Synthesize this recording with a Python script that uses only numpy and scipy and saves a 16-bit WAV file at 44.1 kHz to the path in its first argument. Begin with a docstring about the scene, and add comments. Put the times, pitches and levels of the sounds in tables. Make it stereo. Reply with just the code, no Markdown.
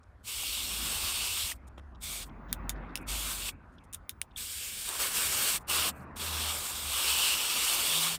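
"""Passing traffic lies under the whole scene: low rumble, wheel drone, tyre roar and three engine notes.
Over it a hose gun rinses a hollow metal part on paving, close by: one long burst, then two brief ones.
After the first burst a valve pips and soft scuffs are heard; dial clicks and knocks follow between bursts.
The last three bursts, the first begun with another pip, bring jet on stone and stronger hollow sound.
Water is noise shaped by resonances, clicks are damped modes, and engine notes are wavering sines."""
import sys
import numpy as np
from scipy import signal
from scipy.fft import rfft, irfft, next_fast_len
from scipy.io import wavfile
from scipy.ndimage import uniform_filter1d, map_coordinates

SR = 44100
rng = np.random.default_rng(int(sys.argv[2]) if len(sys.argv) > 2 else 0)


def materialize(psi):
    """Save the field psi as 16-bit PCM at rate SR to the path in sys.argv[1].

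    A 1-D psi becomes a single channel; in a 2-D psi each row is a channel.
    """
    bounded = np.clip(np.atleast_2d(psi).T, -1, 1)
    quanta = np.round(bounded * 32767).astype(np.int16)
    wavfile.write(sys.argv[1], SR, quanta)


N = 360729  # samples


def amp(db):
    """Level to amplitude: 20 dB is a factor of ten."""
    return 10 ** (np.asarray(db) / 20)


def unit(x):
    """Normalisation to an rms of 1."""
    return x / np.sqrt(np.mean(x ** 2) + 1e-20)


def along(points, hz):
    """Interpolation of (f/Hz, value) points on a logarithmic frequency axis."""
    f, v = np.transpose(points)
    return np.interp(np.log(hz + 1), np.log(f + 1), v)


def curves(rows):
    """Linear interpolation in time: one value per sample for each column after t/s."""
    s, *cols = np.transpose(rows)
    return [np.interp(np.arange(N) / SR, s, c) for c in cols]


def wobble(rate):
    """Slow random fluctuation: a smooth curve through Gaussian knots, rate of them a second."""
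    knots = rng.standard_normal(int(N * rate / SR) + 4)
    return map_coordinates(knots, [np.arange(N) * rate / SR])


def filtered(x, response):
    """Linear filtering: the spectrum of x times a response of frequency."""
    m = next_fast_len(x.shape[-1] + 8192)
    spectrum = rfft(x, m) * response(np.fft.rfftfreq(m, 1 / SR))
    return irfft(spectrum, m)[..., :x.shape[-1]]


def shaped(points):
    """Spectral density: a table of (f/Hz, relative level/dB per Hz) as a gain."""
    return lambda hz: amp(along(points, hz))


def hollows(modes):
    """Resonance: squared sum of band-pass modes of alternating sign, cut at the very top."""
    def ring(f):
        return sum((-1) ** k * amp(db) * 1j * f * width / (centre ** 2 - f * f + 1j * f * width)
                   for k, (centre, width, db) in enumerate(modes))
    return lambda f: abs(ring(f)) ** 2 * (f < 15800)


# likeness of left and right noise: (f/Hz, correlation)
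LIKENESS = [(60, 0.99), (110, 0.99), (200, 0.97), (380, 0.95), (700, 1), (1290, 0.99), (2380, 1),
            (4400, 0.88), (8120, 0.95), (15000, 0.73)]


def rush(gain, patchy_db, spiky_db=0):
    """Turbulence: partly correlated stereo noise of rms 1, with random patches and short spikes."""
    z = signal.stft(rng.standard_normal((2, N)), nperseg=512)[2]
    field = rng.standard_normal(z.shape[1:])
    field = uniform_filter1d(uniform_filter1d(field, size=6, axis=0), size=10, axis=1)
    patchy = signal.istft(z * amp(patchy_db * unit(field)), nperseg=512)[1][:, :N]
    pair = patchy * amp(spiky_db * wobble(900))

    def mid_side_gain(hz):
        turn = np.arccos(np.clip(along(LIKENESS, hz), -1, 1)) / 2
        return gain(hz) * np.array([np.cos(turn), np.sin(turn)])
    mid, side = filtered(pair, mid_side_gain)
    return unit(np.array([mid + side, mid - side]))


# the jet's aim, one list a pull: (t/s, fizz level/dB, then over the fizz:
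# deep hollow level/dB, shallow hollows level/dB, splash level/dB)
JET_AIM = [
    [(.29, -38.5, -9.5, -11, -16), (.5, -37.5, -6.5, -4.5, -16), (.9, -36, -7.5, -8.5, -11),
     (1.15, -35, -5.5, -6, -12), (1.29, -34.5, -4, -8, -13), (1.43, -35.5, -9, -4.5, -16),
     (1.5, -38.5, -8, -13, -14.5)],
    [(2.04, -39, -19, -7.5, -16), (2.18, -39, -16, -12, -17), (2.22, -45, -9, -3, -10)],
    [(3.1, -38, -7.5, -9, -10.5), (3.3, -36.5, -12, -12, -11.5), (3.37, -39, -12, -12.5, -11),
     (3.48, -36.5, -9, -4.5, -10.5)],
    [(4.39, -39, -15.5, -9.5, -24), (4.71, -40, -9.5, -15, -27), (4.87, -39.5, -17, -12, -21),
     (4.89, -36.5, -14, -11, -4), (4.988, -38, -15, -11, -11), (5.004, -32, -8.5, -16, -10),
     (5.07, -30.5, -16, -15, -11.5), (5.1, -36.5, -13, -14, -11), (5.164, -30.5, -11.5, -16, -15.5),
     (5.56, -30.5, -10, -12.5, -11)],
    [(5.71, -31, -6, -11.5, -7), (5.8, -31.5, -7, -5.5, -6.5), (5.88, -33, -4.5, -10, -8)],
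    [(6.19, -43.5, -11, -11, -9), (6.21, -39, -10, -5, -4.5), (6.47, -35.5, -7.5, -4, -5),
     (6.6, -37.5, -16, -12, -8.5), (6.846, -38.5, -11.5, -6, -9.5), (6.96, -32.5, -5.5, -8.5, -9),
     (7.346, -30, -1, -7.5, -10.5), (7.368, -33, -3.5, -8, -9), (7.568, -32, -1.5, -9.5, -10.5),
     (7.596, -34, -8, -4, -8.5), (7.65, -31, -4, -10, -9.5), (7.85, -30.5, -8, -9, -10.5),
     (8.084, -31, -8.5, -5.5, -10.5), (8.13, -35, -6.5, -7, -8.5)],
]
# spectra of droplets, splash and stone patter: (f/Hz, relative level/dB per Hz)
FIZZ_SPECTRUM = [(900, -51), (2000, -32), (2220, -18.5), (3500, -13), (6200, -14), (8400, -6.5),
                 (10300, -13), (11800, -13), (13200, -11.5), (15600, -15.5), (15850, -70), (16200, -120)]
SPLASH_SPECTRUM = [(100, -72.5), (300, -6.5), (750, -5), (1150, 1.5), (1600, -3.5), (2000, -8.5),
                   (3000, -11), (6000, -120)]
PATTER_SPECTRUM = [(200, -59.5), (400, 1), (800, -17), (1550, 2.5), (1900, -1.5), (2600, -23), (5000, -120)]
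# water-blown hollows, their rim and the flat face: (f/Hz, width/Hz, relative level/dB before squaring)
DEEP_MODES = [(2480, 850, -1.5), (2954, 700, 3.5)]
SHALLOW_MODES = [(3240, 360, 2.5), (3860, 720, 1)]
RIM_MODES = [(4296, 610, 5), (5580, 1100, 3)]
FACE_MODES = [(2283, 450, 3)]
# the jet glancing onto the paving: (t/s, level over the fizz/dB)
STONE_LEVEL = [(4.36, -19), (4.9, -18.5), (5.2, -12), (5.6, -19), (5.7, -27)]
RIM_DB, RIM_DEEP = -1.2, 0.43  # rim over a mean of the hollow levels/dB, the deep one's share in it
FACE_DB = -14.5  # flat face over the fizz/dB
# a weaker jet loses treble: dB per octave above DULL_HZ for each dB of fizz under FULL_DB
DULLS, FULL_DB, DULL_HZ = 0.18, -32.5, 9100


def jet_colour(hz, s):
    """Superposition of incoherent sources: fizz and everything the jet strikes, added as powers."""
    aim_s, *aim_db = np.vstack(JET_AIM).T
    force, deep, shallow, splash = [np.interp(s, aim_s, db) for db in aim_db]
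    rim = RIM_DEEP * deep + (1 - RIM_DEEP) * shallow + RIM_DB
    patter = np.interp(s, *np.transpose(STONE_LEVEL), left=-90, right=-90)
    parts = [(shaped(FIZZ_SPECTRUM), 0 * s), (hollows(DEEP_MODES), deep),
             (hollows(SHALLOW_MODES), shallow), (hollows(RIM_MODES), rim),
             (hollows(FACE_MODES), 0 * s + FACE_DB), (shaped(SPLASH_SPECTRUM), splash),
             (shaped(PATTER_SPECTRUM), patter)]
    power = sum(np.outer(unit(gain(hz)), amp(db)) ** 2 for gain, db in parts)
    octaves = np.log2(np.maximum(hz / DULL_HZ, 1))
    treble = amp(DULLS * np.outer(octaves, np.minimum(force - FULL_DB, 0)))
    return treble * np.sqrt(power)


# trigger pulls: (opens t/s, shuts t/s, rise t/s, dribble level/dB, dribble lasts t/s)
TRIGGER_PULLS = [(0.225, 1.519, 0.055, -65, 0.041), (1.999, 2.231, 0.043, -60, 0.038),
                 (3.059, 3.49, 0.031, -76.5, 0.034), (4.353, 5.564, 0.026, -60, 0.047),
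                 (5.666, 5.891, 0.033, -65.5, 0.14), (6.154, 8.153, 0.013, -64, .02)]
SHUT_S = 0.031  # the valve closes


def spray():
    """Jet noise: droplets fizz, blow across hollows and splash on stone; a dribble follows each pull."""
    t = np.arange(N) / SR
    flow, dribble = np.zeros(N), np.zeros(N)
    for opens, shuts, rise, db, lasts in TRIGGER_PULLS:
        opening, closing = (t - opens) / rise, (shuts + SHUT_S - t) / SHUT_S
        flow += np.clip(np.minimum(opening, closing), 0, 1) ** 2
        dribble_s = [shuts - 0.01, shuts, shuts + lasts, shuts + lasts + 0.023]
        dribble += amp(db) * np.interp(t, dribble_s, [0, 1, 1, 0])
    surge_db = 0.66 * wobble(45) + 0.57 * wobble(12)  # the jet breaks up unevenly, all colours together
    force_db = curves(np.vstack(JET_AIM))[0]
    hz, s, z = signal.stft(rush(np.ones_like, patchy_db=1.24, spiky_db=0.5), SR, nperseg=512)
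    water = signal.istft(z * jet_colour(hz, s), nperseg=512)[1][:, :N]
    drip_noise = rush(lambda f: shaped(FIZZ_SPECTRUM)(f) * np.sqrt(f), patchy_db=3.5, spiky_db=3.5)
    drips = amp(2.5 * wobble(50)) * drip_noise
    return flow * amp(force_db + surge_db) * water + dribble * drips


# dial detents and trigger knocks: (t/s, overall level/dB, low mode f/Hz, bright mode f/Hz,
# treble level/dB, rattle level/dB, left over right level/dB)
CLICK_EVENTS = [(2.5282, -16, 3576, 12800, -1, -16.5, -4), (2.6942, -16.5, 3560, 6750, -4.5, -11, 0),
                (2.9554, -14, 2660, 5300, -12, -17, -3.5), (2.9743, -24.5, 2760, 5260, -9, -21, -2.5),
                (3.4906, -16, 2650, 7400, -18, -21, -4), (3.928, -37, 3580, 9410, -1.5, -16, 1.5),
                (3.946, -26, 3570, 9100, -1.5, -13, 0), (4.0937, -22, 3590, 13000, -1, -12, -1),
                (4.1112, -42, 3590, 13100, -4, -19, -5), (4.2158, -19.5, 2810, 9300, -0.5, -18.5, -2),
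                (4.89, -20, 3770, 9000, -4.5, -25, 4), (5.6924, -33, 2880, 6580, -15.5, -23, -7.5)]
# modes of the plastic dial, before random variation: (f/Hz, level/dB, t60 t/s)
DIAL_MODES = [(2370, -3, 0.0049), (4430, -16, 0.0043), (5180, -10.5, .006), (7040, -8, 0.0079),
              (8960, -5.5, 0.0068), (10640, 1, 0.0045), (14900, -10.5, 0.0055)]
# the gun's body: (f/Hz, width/Hz, relative level/dB before squaring); scuffs() plays it too
SHELL_MODES = [(350, 440, 3.5), (1000, 1200, 3), (1950, 330, 1.5), (2980, 930, -2), (3700, 490, 2.5),
               (5350, 1100, -8.5), (6950, 370, 0), (8570, 700, 0.5), (10500, 890, -1), (13200, 920, -1)]
RATTLE_S = 0.058  # t60 of the loose shell
RESONANT_DB, RESONANT_WIDTH_HZ = -4, 500  # the rattle dwells on each click's own two modes


def clicks():
    """Impact excitation: a detent snaps into short plastic modes and a crack, then the shell rattles."""
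    out, t = np.zeros((2, N + SR)), np.arange(SR // 8) / SR
    soft = (1 - np.exp(-t / 0.00015)) ** 2
    for s, db, low_hz, bright_hz, treble_db, rattle_db, pan_db in CLICK_EVENTS:
        dial = 0
        for hz, level, t60 in DIAL_MODES:
            decay = amp(level + rng.normal(0, 3.2) - 60 * t / t60)
            dial = dial + decay * np.sin(2 * np.pi * hz * rng.normal(1, 0.014) * t)
        bright = 1.14 * amp(-60 * t / 0.006) * np.sin(2 * np.pi * bright_hz * t)
        crack = 1.7 * amp(-60 * t / 0.0036) * rng.standard_normal(len(t))
        low_decay = 0.43 * amp(-60 * t / 0.004) + 0.23 * amp(-60 * t / 0.018)  # broad blow, thin ring
        low = low_decay * np.sin(2 * np.pi * low_hz * t)
        own = hollows([(low_hz, RESONANT_WIDTH_HZ, 0), (bright_hz, RESONANT_WIDTH_HZ, 0)])
        loose = rng.standard_normal(len(t)) + 0.98 * rng.standard_normal((2, len(t)))
        loose = filtered(loose, lambda f: hollows(SHELL_MODES)(f) ** 0.36 + amp(RESONANT_DB) * own(f))
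        rattle = (1 - np.exp(-t / 0.0025)) * amp(rattle_db - 60 * t / RATTLE_S) * unit(loose)
        snap = soft * (low + amp(treble_db) * (dial + bright + crack) + rattle)
        start = round(s * SR)
        out[:, start:start + len(t)] += amp(db) * amp([[pan_db / 2], [-pan_db / 2]]) * snap
    # too small to radiate bass
    return filtered(out[:, :N], lambda f: (1j * f / (1500 + 1j * f)) ** 2)


# the valve as it opens or shuts: (middle t/s, peak level/dB, f/Hz, lasts t/s)
VALVE_PIPS = [(1.52, -32, 1950, 0.0055), (4.363, -31.5, 3460, .0045)]


def pips():
    """Tone burst: a few cycles of one frequency under a raised-cosine envelope."""
    t, out = np.arange(N) / SR, np.zeros(N)
    for s, db, hz, lasts in VALVE_PIPS:
        swell = np.cos(np.pi * np.clip((t - s) / lasts, -0.5, 0.5)) ** 2
        out += amp(db) * swell * np.sin(2 * np.pi * hz * t)
    return out


# glove, hose and metal on stone: (t/s, lasts t/s, rms level before the taper/dB, centre f/Hz, spread/octaves)
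SCUFF_EVENTS = [(0.031, 0.01, -70, 5500, 0.65), (0.427, 0.025, -52, 604, 1.6),
                (1.668, 0.022, -62, 6500, 0.94), (1.776, 0.0076, -45, 397, 2.5),
                (1.783, 0.011, -53.5, 600, 2.9), (1.795, 0.0043, -49.5, 500, 2.6),
                (1.948, 0.013, -64, 3930, 0.58), (2.293, 0.0074, -62, 3000, .8),
                (2.482, 0.04, -62.5, 4016, 0.7), (2.749, .04, -71, 4000, 0.5),
                (2.888, 0.03, -71, 4230, 0.36), (3.005, .028, -64, 10360, 0.77),
                (3.718, .045, -80.5, 6500, 1), (3.782, 0.0098, -58, 3540, 0.53),
                (3.836, 0.023, -68.5, 6460, 1.1), (3.929, 0.024, -42.5, 8100, 1.8),
                (4.306, 0.016, -68, 3670, 0.52), (4.336, .015, -69, 2300, 0.43),
                (5.999, .014, -73, 4500, .15)]


def scuffs():
    """Frictional excitation: grainy rubs through the shell's resonances, under a broad spectral hump."""
    out, grain = np.zeros((2, N + SR)), wobble(370)
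    for s, lasts, db, hz, spread in SCUFF_EVENTS:
        start, n = round(s * SR), round(lasts * SR)
        rub = rng.standard_normal(n) + 0.44 * rng.standard_normal((2, n))
        rub = rub * amp(4 * grain[start:][:n])
        rub = filtered(rub, lambda f: hollows(SHELL_MODES)(f) ** 0.45)
        rub = unit(filtered(rub, lambda f: np.exp(-(np.log2((f + 1) / hz) / spread) ** 2)))
        out[:, start:start + n] += amp(db) * signal.windows.tukey(n, 0.35) * rub
    return out[:, :N]


# vehicles going by: (nearest t/s, distance over speed t/s, then at the nearest point:
# rumble level/dB, wheel drone level/dB, tyre roar level/dB, bright roar level/dB)
VEHICLES = [(.82, 0.14, -49.5, -49.5, -53.5, -76), (1.4, 0.37, -54, -61, -64, -78.5),
            (2.8, 0.37, -49, -48, -49.5, -58), (5.3, 0.16, -54.5, -54, -56, -64),
            (6.0, 0.44, -59.5, -50, -51.5, -64), (7.8, 0.91, -58.5, -58, -64, -62.5)]
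# the same four layers with nothing near: level/dB each
FAR_LEVELS = [-61.5, -74.5, -66.5, -79.5]
# how steeply each layer fades: exponent of distance (1 = inverse distance)
DISTANCE_EXPONENTS = [.9, 1.6, 1.7, 2.2]


def passing():
    """Distance law: each road layer is the far road plus every vehicle, fading with its distance."""
    s, scale_s, *near_db = np.transpose(VEHICLES)
    t = np.linspace(0, N / SR, num=400)
    apart = np.hypot(1, (t - s[:, None]) / scale_s[:, None])  # in nearest distances
    levels = []
    for db, far_db, fade in zip(near_db, FAR_LEVELS, DISTANCE_EXPONENTS):
        near_power = ((amp(db)[:, None] * apart ** -fade) ** 2).sum(axis=0)
        levels.append(np.sqrt(amp(far_db) ** 2 + near_power))
    return curves(np.transpose([t, *levels]))


THROB_DB = 3  # an engine note swells unevenly


def tone(rows):
    """Frequency modulation: a slightly unsteady engine note that fades at the ends of its table."""
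    hz, db = curves(rows)
    first, last = rows[0][0], rows[-1][0]
    edge = curves([(first - 0.05, 0), (first, 1), (last, 1), (last + 0.05, 0)])[0]
    phase = 2 * np.pi * np.cumsum(hz * (1 + 0.014 * wobble(15))) / SR
    return np.sqrt(2) * edge * amp(db + THROB_DB * wobble(8)) * np.sin(phase)


# three engine notes before their wavering, one list each: (t/s, f/Hz, level/dB)
ENGINE_NOTES = [
    [(0.3, 48.4, -61), (0.5, 55.5, -58), (0.68, 55.24, -50), (0.83, 55.5, -43), (0.92, 51.5, -56.5),
     (1.32, 53, -54), (1.58, 62.8, -55), (1.87, 70, -48.5), (2.02, 50.6, -49.5), (2.3, 44.16, -51.5),
     (2.43, 46.95, -48), (2.75, 47.56, -44), (2.98, 48.5, -51), (3.2, 51.5, -42.5), (3.47, 47.4, -49),
     (3.6, 48.2, -63)],
    [(5.6, 71.4, -65), (5.808, 82.3, -51), (5.902, 77.7, -60.5), (6.354, 80.5, -40), (6.68, 76.2, -60),
     (6.75, 74.2, -51.5), (7.116, 68.3, -46), (7.35, 65.4, -60)],
    [(7.9, 168, -61), (7.968, 163.3, -48), (8.134, 166, -50.5), (8.18, 167, -58)],
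]
# spectra of the road layers and the open air: (f/Hz, relative level/dB per Hz)
RUMBLE_SPECTRUM = [(12, -63.5), (30, -0.5), (50, 4.5), (75, 6), (110, -0.5), (160, -61.5), (400, -120)]
WHEEL_SPECTRUM = [(50, -46), (130, 2), (250, 1.5), (380, -7), (600, -52), (1500, -120)]
TYRE_SPECTRUM = [(150, -52), (400, -0.5), (1000, 2.5), (1500, -0.5), (1950, -10.5), (2300, -21),
                 (3500, -35), (6000, -50.5), (9000, -120)]
BRIGHT_TYRE_SPECTRUM = [(900, -39.5), (1800, 3.5), (2600, -1), (3100, -16.5), (5000, -28), (8000, -120)]
AIR_SPECTRUM = [(1500, -30.5), (3000, 7.5), (6000, -0.5), (8400, -3), (12500, -5.5), (14000, -24),
                (15000, -120)]


def traffic():
    """Band noise and tones: rumble, wheel drone, tyre roar and engines, under faint open air."""
    rumble, wheels, tyres, bright = passing()
    low = rumble * rush(shaped(RUMBLE_SPECTRUM), patchy_db=2.0)
    low += wheels * rush(shaped(WHEEL_SPECTRUM), patchy_db=1.8)
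    roar = tyres * rush(shaped(TYRE_SPECTRUM), patchy_db=2.0)
    roar += bright * rush(shaped(BRIGHT_TYRE_SPECTRUM), patchy_db=4.0)
    breeze_db = 1.5 * wobble(12)
    air = amp(-84.0 + breeze_db) * rush(shaped(AIR_SPECTRUM), patchy_db=2.0)
    return low + roar + air + sum(tone(rows) for rows in ENGINE_NOTES)


# level between the ports: (f/Hz, left over right level/dB)
PORT_LEAN = [(60, -2.0), (110, -2), (200, -1.0), (380, -1.0), (700, -0.5), (1290, -2.5), (2380, -1),
             (4400, -3), (8120, -1.5), (15000, -1.5)]
# the two microphone ports sit apart: (f/Hz, phase by which the left leads/rad)
PORT_LEAD = [(0, 0.18), (6290, -0.36), (11100, -0.32), (12000, -1.3), (13000, -0.2), (15800, -0.18),
             (16300, -0.8), (16500, -0.37)]


def scene():
    """Interaural-style differences: all but the clicks is a little quieter and phase-shifted at the left."""
    def lean(hz):
        left_over_right = amp(along(PORT_LEAN, hz)) * np.exp(1j * along(PORT_LEAD, hz))
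        return left_over_right ** np.array([[0.5], [-0.5]])  # half to each port
    return filtered(spray() + pips() + scuffs() + traffic(), lean) + clicks()


TOP_HZ = 16950


def record(dry):
    """Band limiting: nothing passes at or above the top frequency."""
    return filtered(dry, lambda hz: hz < TOP_HZ)


dry = scene()
out = record(dry)
materialize(out)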